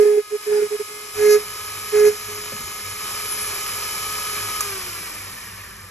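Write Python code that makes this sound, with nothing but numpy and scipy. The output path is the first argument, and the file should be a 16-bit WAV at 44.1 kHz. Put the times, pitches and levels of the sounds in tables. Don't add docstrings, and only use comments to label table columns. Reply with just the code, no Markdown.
import sys
import numpy as np
from scipy.fft import rfft, irfft, next_fast_len
from scipy.io import wavfile
from scipy.ndimage import map_coordinates

SR = 44100
rng = np.random.default_rng(int(sys.argv[2]) if len(sys.argv) > 2 else 0)


def inscribe(sig):
    pcm = np.round(np.clip(np.atleast_2d(sig).T, -1, 1) * 32767)
    wavfile.write(sys.argv[1], SR, pcm.astype(np.int16))


N = 260410
TIME = np.arange(N) / SR
OFF_S = 4.61
SIDES = np.array([[1], [-1]])

# time in seconds, shaft speed in Hz.
POWERED_SPEED = [(0, 417.2), (.4, 419), (.65, 418.1), (1, 420.2), (1.3, 419.3), (1.9, 420.2), (2.2, 418.7),
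                 (2.9, 420.5), (3.6, 420.1), (3.9, 421), (4.6, 419.7)]


def amp(db):
    return 10 ** (np.asarray(db) / 20)


def unit(x):
    return x / np.sqrt(np.mean(x ** 2) + 1e-20)


def along(points, hz):
    knots_hz, values = np.transpose(points)
    return np.interp(np.log(hz + 1), np.log(knots_hz + 1), values)


def curve(points):
    return np.interp(TIME, *np.transpose(points))


def wobble(rate):
    knots = rng.standard_normal(int(N * rate / SR) + 4)
    return map_coordinates(knots, [TIME[::16] * rate]).repeat(16)[:N]


def ease(u):
    return np.sin(np.pi / 2 * np.clip(u, 0, 1)) ** 2


def touch(start, end, rise, fall):
    return ease((TIME - start) / rise) * ease((end - TIME) / fall)


def decay(start, t60):
    age = np.maximum(TIME - start, 0)
    return ease(age / 0.0004) * amp(-60 * np.minimum(age / t60, 4))


def filtered(x, response):
    size = next_fast_len(N + 8192)
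    return irfft(rfft(x, size) * response(np.fft.rfftfreq(size, 1 / SR)), size)[..., :N]


def noise(colour, flutter=1):
    return unit(filtered(flutter * rng.standard_normal(N), lambda hz: amp(colour(hz))))


def band(centre_hz, width_hz):
    return noise(lambda hz: -30 * np.log10(1 + ((hz - centre_hz) / width_hz) ** 2))


def partial(angle, order, waver_db, rate, struck=False):
    lag = 0 if struck else rng.uniform(0, 2 * np.pi)
    return np.sqrt(2) * np.cos(order * angle + lag) * unit(amp(waver_db * wobble(rate)))


def tones(rows, angle, waver_db, rate, struck=False):
    return sum(amp(db) * partial(angle, order, waver_db, rate, struck) for order, db in rows)


def by_speed(speed_hz, full_db, halving_db):
    return full_db + halving_db * np.log2(speed_hz / POWERED_SPEED[-1][1])


def workshop():
    # frequency in Hz, level in dB before the swell, waver in dB.
    hum_lines = [(51, -54.5, -1.5), (96.6, -54, -1), (100, -51, 5)]
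    # frequency in Hz, relative level in dB.
    room_colour = [(20, -24), (40, -26), (60, -4), (100, 7), (140, -6), (200, 3), (300, -34), (700, -30),
                   (2000, -20), (8000, -43)]
    # time in seconds, gain in dB.
    swell = [(0, -24), (.9, -13), (1.13, -13), (1.16, -5.5), (3, -1.5), (5.9, 0)]
    hum = sum(amp(db) * partial(2 * np.pi * hz * TIME, 1, waver_db, rate=15)
              for hz, db, waver_db in hum_lines)
    murmur = amp(-49.5) * noise(lambda hz: along(room_colour, hz))
    return amp(curve(swell)) * (hum + murmur)


def hand_bumps():
    # start in seconds, level in dB, pitch in Hz, time to fall 60 dB in seconds.
    bumps = [(0.618, -43, 206, 0.22), (2.522, -37, 544, 0.11), (2.526, -37.5, 195, 0.28),
             (2.598, -38, 202, 0.13), (2.641, -39, 95, 0.13)]
    return sum(amp(db) * decay(start, t60) * band(hz, width_hz=0.32 * hz) for start, db, hz, t60 in bumps)


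def switch():
    # start in seconds, snap level in dB, knock level in dB.
    steps = [(4.6071, -9.5, -29), (4.612, -17, -29)]
    # frequency in Hz, relative level in dB.
    snap_colour = [(500, -15), (1200, 8), (2500, 7), (4000, 4), (6300, 17), (8500, 14), (11200, 19),
                   (13500, 6)]
    snap = noise(lambda hz: along(snap_colour, hz))
    knock = band(centre_hz=1130, width_hz=130)
    return sum(amp(snap_db) * decay(start, t60=0.014) * snap
               + amp(knock_db) * decay(start, t60=0.05) * knock for start, snap_db, knock_db in steps)


def rotor_speed(drag_s=2.3, friction_hz_per_s=78):
    coasted_s = np.maximum(TIME - OFF_S, 0)
    friction_hz = friction_hz_per_s * drag_s
    return (curve(POWERED_SPEED) + friction_hz) * np.exp(-coasted_s / drag_s) - friction_hz


def shaft_angle(speed_hz):
    jitter = np.where(TIME < OFF_S, .0005, .007)
    return 2 * np.pi * np.cumsum(speed_hz * (1 + jitter * wobble(45))) / SR


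def rattle(angle):
    # time in seconds, level in dB.
    levels = [(4.4, -82), (4.7, -56), (5.0, -53), (5.4, -45.5), (5.7, -45.5), (5.9, -56)]
    # frequency in Hz, relative level in dB.
    rattle_colour = [(200, -18), (420, -13), (700, -28), (1150, 1), (1450, -22), (1800, 4), (2100, -9),
                     (2400, -19), (2750, -11), (5000, -27)]
    knocks = amp(2 * np.cos(angle) + 1.4 * wobble(90))
    return amp(curve(levels)) * noise(lambda hz: along(rattle_colour, hz), knocks)


def coasting(angle, speed_hz):
    # multiple of the shaft speed, relative level in dB.
    rotor_lines = [(1, -3), (2, -4), (3, 5), (4.07, 2), (5, -1), (6.12, -2), (7.08, 1), (8.04, 0), (9, -2),
                   (10.15, -2), (11.1, -7), (12.2, -4), (13.1, -8), (15.8, -9)]
    # frequency in Hz, gain in dB.
    shell = [(200, -6), (390, 2), (600, -13), (850, -14), (1020, -3), (1200, 7), (1450, -1), (1750, 8),
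             (2050, 2.5), (2400, 3), (2800, 3), (3100, -1), (3700, 0), (5000, -12)]
    shake = ease((TIME - OFF_S) / .6) * .1 * wobble(110)
    falling = tones(rotor_lines, angle + shake, waver_db=4.5, rate=70)
    level = amp(by_speed(speed_hz, full_db=-54, halving_db=4)) * ease((TIME - OFF_S) / 0.14)
    return filtered(level * falling, lambda hz: amp(along(shell, hz)))


def housing(hz):
    # centre in Hz, half-width in Hz, lift in dB.
    resonances = [(390.7, 8.6, 8), (890, 8, 2.5), (1182, 131, 8.5), (1757, 23, 6.5), (2356, 174, 10.5),
                  (3050, 36, 9), (5100, 260, 6.5), (11380, 200, 5)]
    return sum(db / (1 + ((hz - centre) / width) ** 2) for centre, width, db in resonances)


def vents(angle, speed_hz):
    # frequency in Hz, relative level in dB.
    rush_colour = [(60, -5.5), (200, -9.5), (420, 2), (650, -2), (900, 1.5), (1450, 1), (2000, -0.5),
                   (2800, -1.5), (4300, -0.5), (6000, -15.5), (10000, -20)]
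    # frequency in Hz, relative level in dB.
    hiss_colour = [(1500, -32), (3500, -8), (4500, -4.5), (5100, 1), (5600, 2.5), (6500, 1), (8200, 4.5),
                   (9300, -4.5), (10500, 9), (11800, 2.5), (12500, -4.5), (13600, -37)]
    rush_pulse = amp(0.75 * np.cos(angle) + 1.5 * wobble(120))
    rush = noise(lambda hz: along(rush_colour, hz) + housing(hz), rush_pulse)
    hiss_pulse = amp(1.1 * np.cos(angle) + 0.24 * wobble(400))
    hiss = noise(lambda hz: along(hiss_colour, hz) + housing(hz), hiss_pulse)
    return (amp(by_speed(speed_hz, full_db=-32.5, halving_db=10.4)) * rush
            + amp(by_speed(speed_hz, full_db=-29, halving_db=11.4)) * hiss)


def tone_swells(order):
    # start and end in seconds, multiple of the shaft speed, gain in dB.
    swells = [(0.8, 1.1, 5, 6), (2.2, 3.02, 16, 5), (2.52, 3.05, 5, 5), (3.85, 4.66, 3, 3),
              (4.58, 4.95, 1, 5)]
    return sum(db * touch(start, end, rise=.11, fall=.11)
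               for start, end, multiple, db in swells if multiple == order)


def whine(angle, level_db, presence_db):
    # multiple of the shaft speed, relative level in dB.
    motor_lines = [(1, -9.5), (2, -15), (3, -6.3), (4, -9.5), (5, -13.5), (6, -16), (7, -13.5), (8, -13.5),
                   (9, -12), (10, -14.5), (12, -12), (13, -16), (15, -18), (16, -9), (27, -17)]
    # multiple of the shaft speed, relative level in dB.
    bearing_lines = [(2.92, -23), (4.09, -19), (5.54, -22), (6.115, -16), (7.203, -13.5), (7.87, -18),
                     (13.4, -19)]
    steady = sum(amp(db + tone_swells(order)) * partial(angle, order, waver_db=1.5, rate=18)
                 for order, db in motor_lines)
    rolling = tones(bearing_lines, angle, waver_db=2.2, rate=30)
    singing = amp(.55 * presence_db) * steady + amp(presence_db) * rolling
    return filtered(amp(level_db) * singing, lambda hz: amp(housing(hz)))


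def fan_whistle(angle, speed_hz, level_db, silent_hz=150, full_hz=370):
    # multiple of the shaft speed, relative level in dB.
    blade_lines = [(24, -18), (26, 6.5)]
    blowing = ease((speed_hz - silent_hz) / (full_hz - silent_hz))
    whistle = blowing * amp(level_db) * tones(blade_lines, angle, waver_db=3, rate=40)
    return filtered(whistle, lambda hz: amp(along([(7000, -5), (11000, -8.5)], hz)))


def motor(angle, speed_hz, presence_db):
    # start and end in seconds, whine gain in dB, whistle gain in dB.
    flares = [(3.05, 3.596, 0.5, 11), (3.902, 4.736, 1.5, 3.5)]
    unpowered_db = -21 * ease((TIME - OFF_S) / .85)
    whine_db = by_speed(speed_hz, full_db=-39.3, halving_db=4.5) + unpowered_db
    fan_db = by_speed(speed_hz, full_db=-42.5, halving_db=8) + presence_db + 2 * wobble(7)
    for start, end, whine_gain_db, fan_gain_db in flares:
        swing = touch(start, end, rise=0.24, fall=0.069)
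        whine_db += whine_gain_db * swing
        fan_db += fan_gain_db * swing
    return whine(angle, whine_db, presence_db) + fan_whistle(angle, speed_hz, fan_db)


def bite_depth():
    # start, end and rise in seconds, first and last depth in dB.
    strokes = [(-.02, 0.056, .01, -9, -11), (0.043, 0.19, 0.017, -10.5, -18.5),
               (0.167, 0.225, 0.026, 0, -34.5), (0.303, 0.377, 0.038, -20, -21),
               (0.457, 0.538, 0.027, -21, -19), (0.512, 0.625, 0.02, -16.5, -17),
               (0.61, 0.688, 0.024, -7, -38), (0.701, 0.774, 0.026, -22, -21.5),
               (0.791, 0.834, 0.018, -17.5, -28.5), (0.87, 1.12, 0.052, -40.5, -52),
               (1.142, 1.395, 0.15, -10.5, -11), (1.36, 1.453, 0.028, -28.5, -41.5),
               (1.917, 2.111, 0.037, -15, -8.5), (2.093, 2.174, 0.0092, -20, -46),
               (2.268, 2.534, 0.028, -39, -50)]
    return sum(touch(start, end, rise, fall=0.02 + 0.087 * (end - start))
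               * amp(np.interp(TIME, [start, end], [first_db, last_db]))
               for start, end, rise, first_db, last_db in strokes)


def chips(angle, bite):
    # frequency in Hz, relative level in dB.
    grit_colour = [(60, -10), (200, 0), (420, 9), (600, -3.5), (760, 8), (1000, 0), (1700, 3.5),
                   (2400, 4.5), (3300, -10), (5200, -6), (7000, -3.5), (9000, -1), (11000, 2.5),
                   (13500, -39)]
    puffs = amp(2 * np.cos(angle) + 1.6 * wobble(350))
    return amp(-23.5) * bite ** 0.34 * noise(lambda hz: along(grit_colour, hz), puffs)


def squeaks():
    # start and end in seconds, pitch in Hz, level in dB.
    slips = [(0.033, 0.097, 1740, -41), (0.04, 0.2, 796, -44.5), (0.455, 0.576, 1730, -43),
             (0.507, 0.559, 2270, -43), (0.51, 0.6, 830, -41), (0.519, 0.61, 5000, -42),
             (0.52, 0.65, 1450, -45)]
    return sum(amp(db) * touch(start, end, rise=0.0097, fall=0.015) * band(hz, width_hz=71)
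               for start, end, hz, db in slips)


def buzz(strike):
    # start and end in seconds, level in dB.
    digs = [(1.163, 1.298, -33), (1.247, 1.38, -23.5), (1.914, 2.046, -32), (2.024, 2.112, -23)]
    # frequency in Hz, relative level in dB.
    tick_colour = [(1200, -22), (1680, 0), (2150, -2), (2800, -7), (3400, -16), (4200, -5), (5100, 3),
                   (6200, 0), (7400, -6), (8400, -14), (10000, -3), (11300, 4), (12000, -8), (13200, -12)]
    ticks = sum(np.cos(order * strike) for order in range(1, 31)) * amp(1.2 * wobble(250))
    ticks = unit(filtered(ticks, lambda hz: amp(along(tick_colour, hz))))
    return ticks * sum(amp(db) * touch(start, end, rise=0.089, fall=0.049) for start, end, db in digs)


def burr(angle, bite, presence):
    # multiple of the shaft speed, relative level in dB.
    chatter_lines = [(.5, -37), (2, -27), (3, -19), (4, -22), (5, -30), (6, -36), (10, -43), (12, -37),
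                     (15, -41), (16, -39), (26, -35), (27, -39), (28, -42)]
    strike = angle + .012 * wobble(60)
    drone = bite * partial(strike, 1, waver_db=.25, rate=50)
    chatter = amp(-3) * bite ** 0.69 * tones(chatter_lines, strike, waver_db=2.5, rate=30, struck=True)
    lens = drone + presence * chatter + buzz(strike)
    return filtered(lens, lambda hz: amp(SIDES * along([(450, -2.1), (1200, -0.49)], hz)))


def spread(shared, stray, wide_until_s=1.13, narrowing_s=0.025):
    # frequency in Hz, likeness of left and right from 0 to 1.
    wide_likeness = [(300, .9), (600, .15), (5500, .15), (5850, .9), (6300, .15), (8400, .2), (9000, .92),
                     (9500, .75), (9900, .2), (11900, .25), (12500, .98)]
    narrow_likeness = [(250, .98), (600, .7), (850, .3), (1200, .75), (1750, .99), (2400, .87), (2900, .5),
                       (4500, .6), (4900, .92), (5400, .86), (6000, .99), (6900, .73), (7900, .77),
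                       (8550, .998), (9500, .998), (10000, .82), (11600, .8), (12200, .99)]
    # frequency in Hz, left minus right in dB.
    balance = [(250, 0), (350, -2), (930, -1.5), (1050, 3.5), (1300, .5), (2100, 0), (2550, -3.5),
               (3000, 1.2), (3500, -1), (4700, -1.5), (5500, 0)]

    def pair(likeness):
        turn = lambda hz: np.arccos(np.clip(along(likeness, hz), 0, 1)) / 2
        middle = filtered(shared, lambda hz: np.cos(turn(hz)))
        side = filtered(stray, lambda hz: np.sin(turn(hz)))
        return middle + SIDES * side

    wide, narrow = pair(wide_likeness), pair(narrow_likeness)
    image = wide + (narrow - wide) * ease((TIME - wide_until_s) / narrowing_s)
    return filtered(image, lambda hz: amp(SIDES * along(balance, hz) / 2))


def microphone_ports(x):
    # frequency in Hz, lead of the left port in radians.
    left_lead = [(30, 0), (200, -.2), (420, -.58), (680, -.9), (840, -2), (930, -.9), (1020, 1),
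                 (1260, .65), (1780, 0), (2550, 1.3), (3500, 1.2), (4400, 1.4), (4850, 3.14), (5400, 5.5),
                 (6000, 6.28), (7300, 7.7), (8500, 9.33), (9550, 9.52), (10900, 11), (12300, 12.45),
                 (14000, 12.56)]
    return filtered(x, lambda hz: np.exp(.5j * SIDES * along(left_lead, hz)))


def scene():
    # time in seconds, gain in dB.
    tool_level = [(0, -8.5), (.25, -14.5), (.45, -8.5), (1.12, -8.5), (1.17, -2.5), (1.45, -6), (1.9, -3.5),
                  (2.2, -5), (2.97, -4.5), (3.03, -1.5), (3.4, -0.3), (4.6, -0.2)]
    presence_db = curve(tool_level)
    presence = amp(presence_db)
    speed_hz, bite = rotor_speed(), bite_depth()
    angle = shaft_angle(speed_hz)
    tool = motor(angle, speed_hz, presence_db) + coasting(angle, speed_hz)
    handling = hand_bumps() + switch()
    lens = burr(angle, bite, presence)

    def noises():
        return presence * (vents(angle, speed_hz) + chips(angle, bite)) + rattle(angle) + squeaks()

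    return microphone_ports(tool + handling + lens + spread(noises(), noises()) + workshop())


def record(dry):
    return filtered(dry, lambda hz: hz < 13600)


dry = scene()
out = record(dry)
inscribe(out)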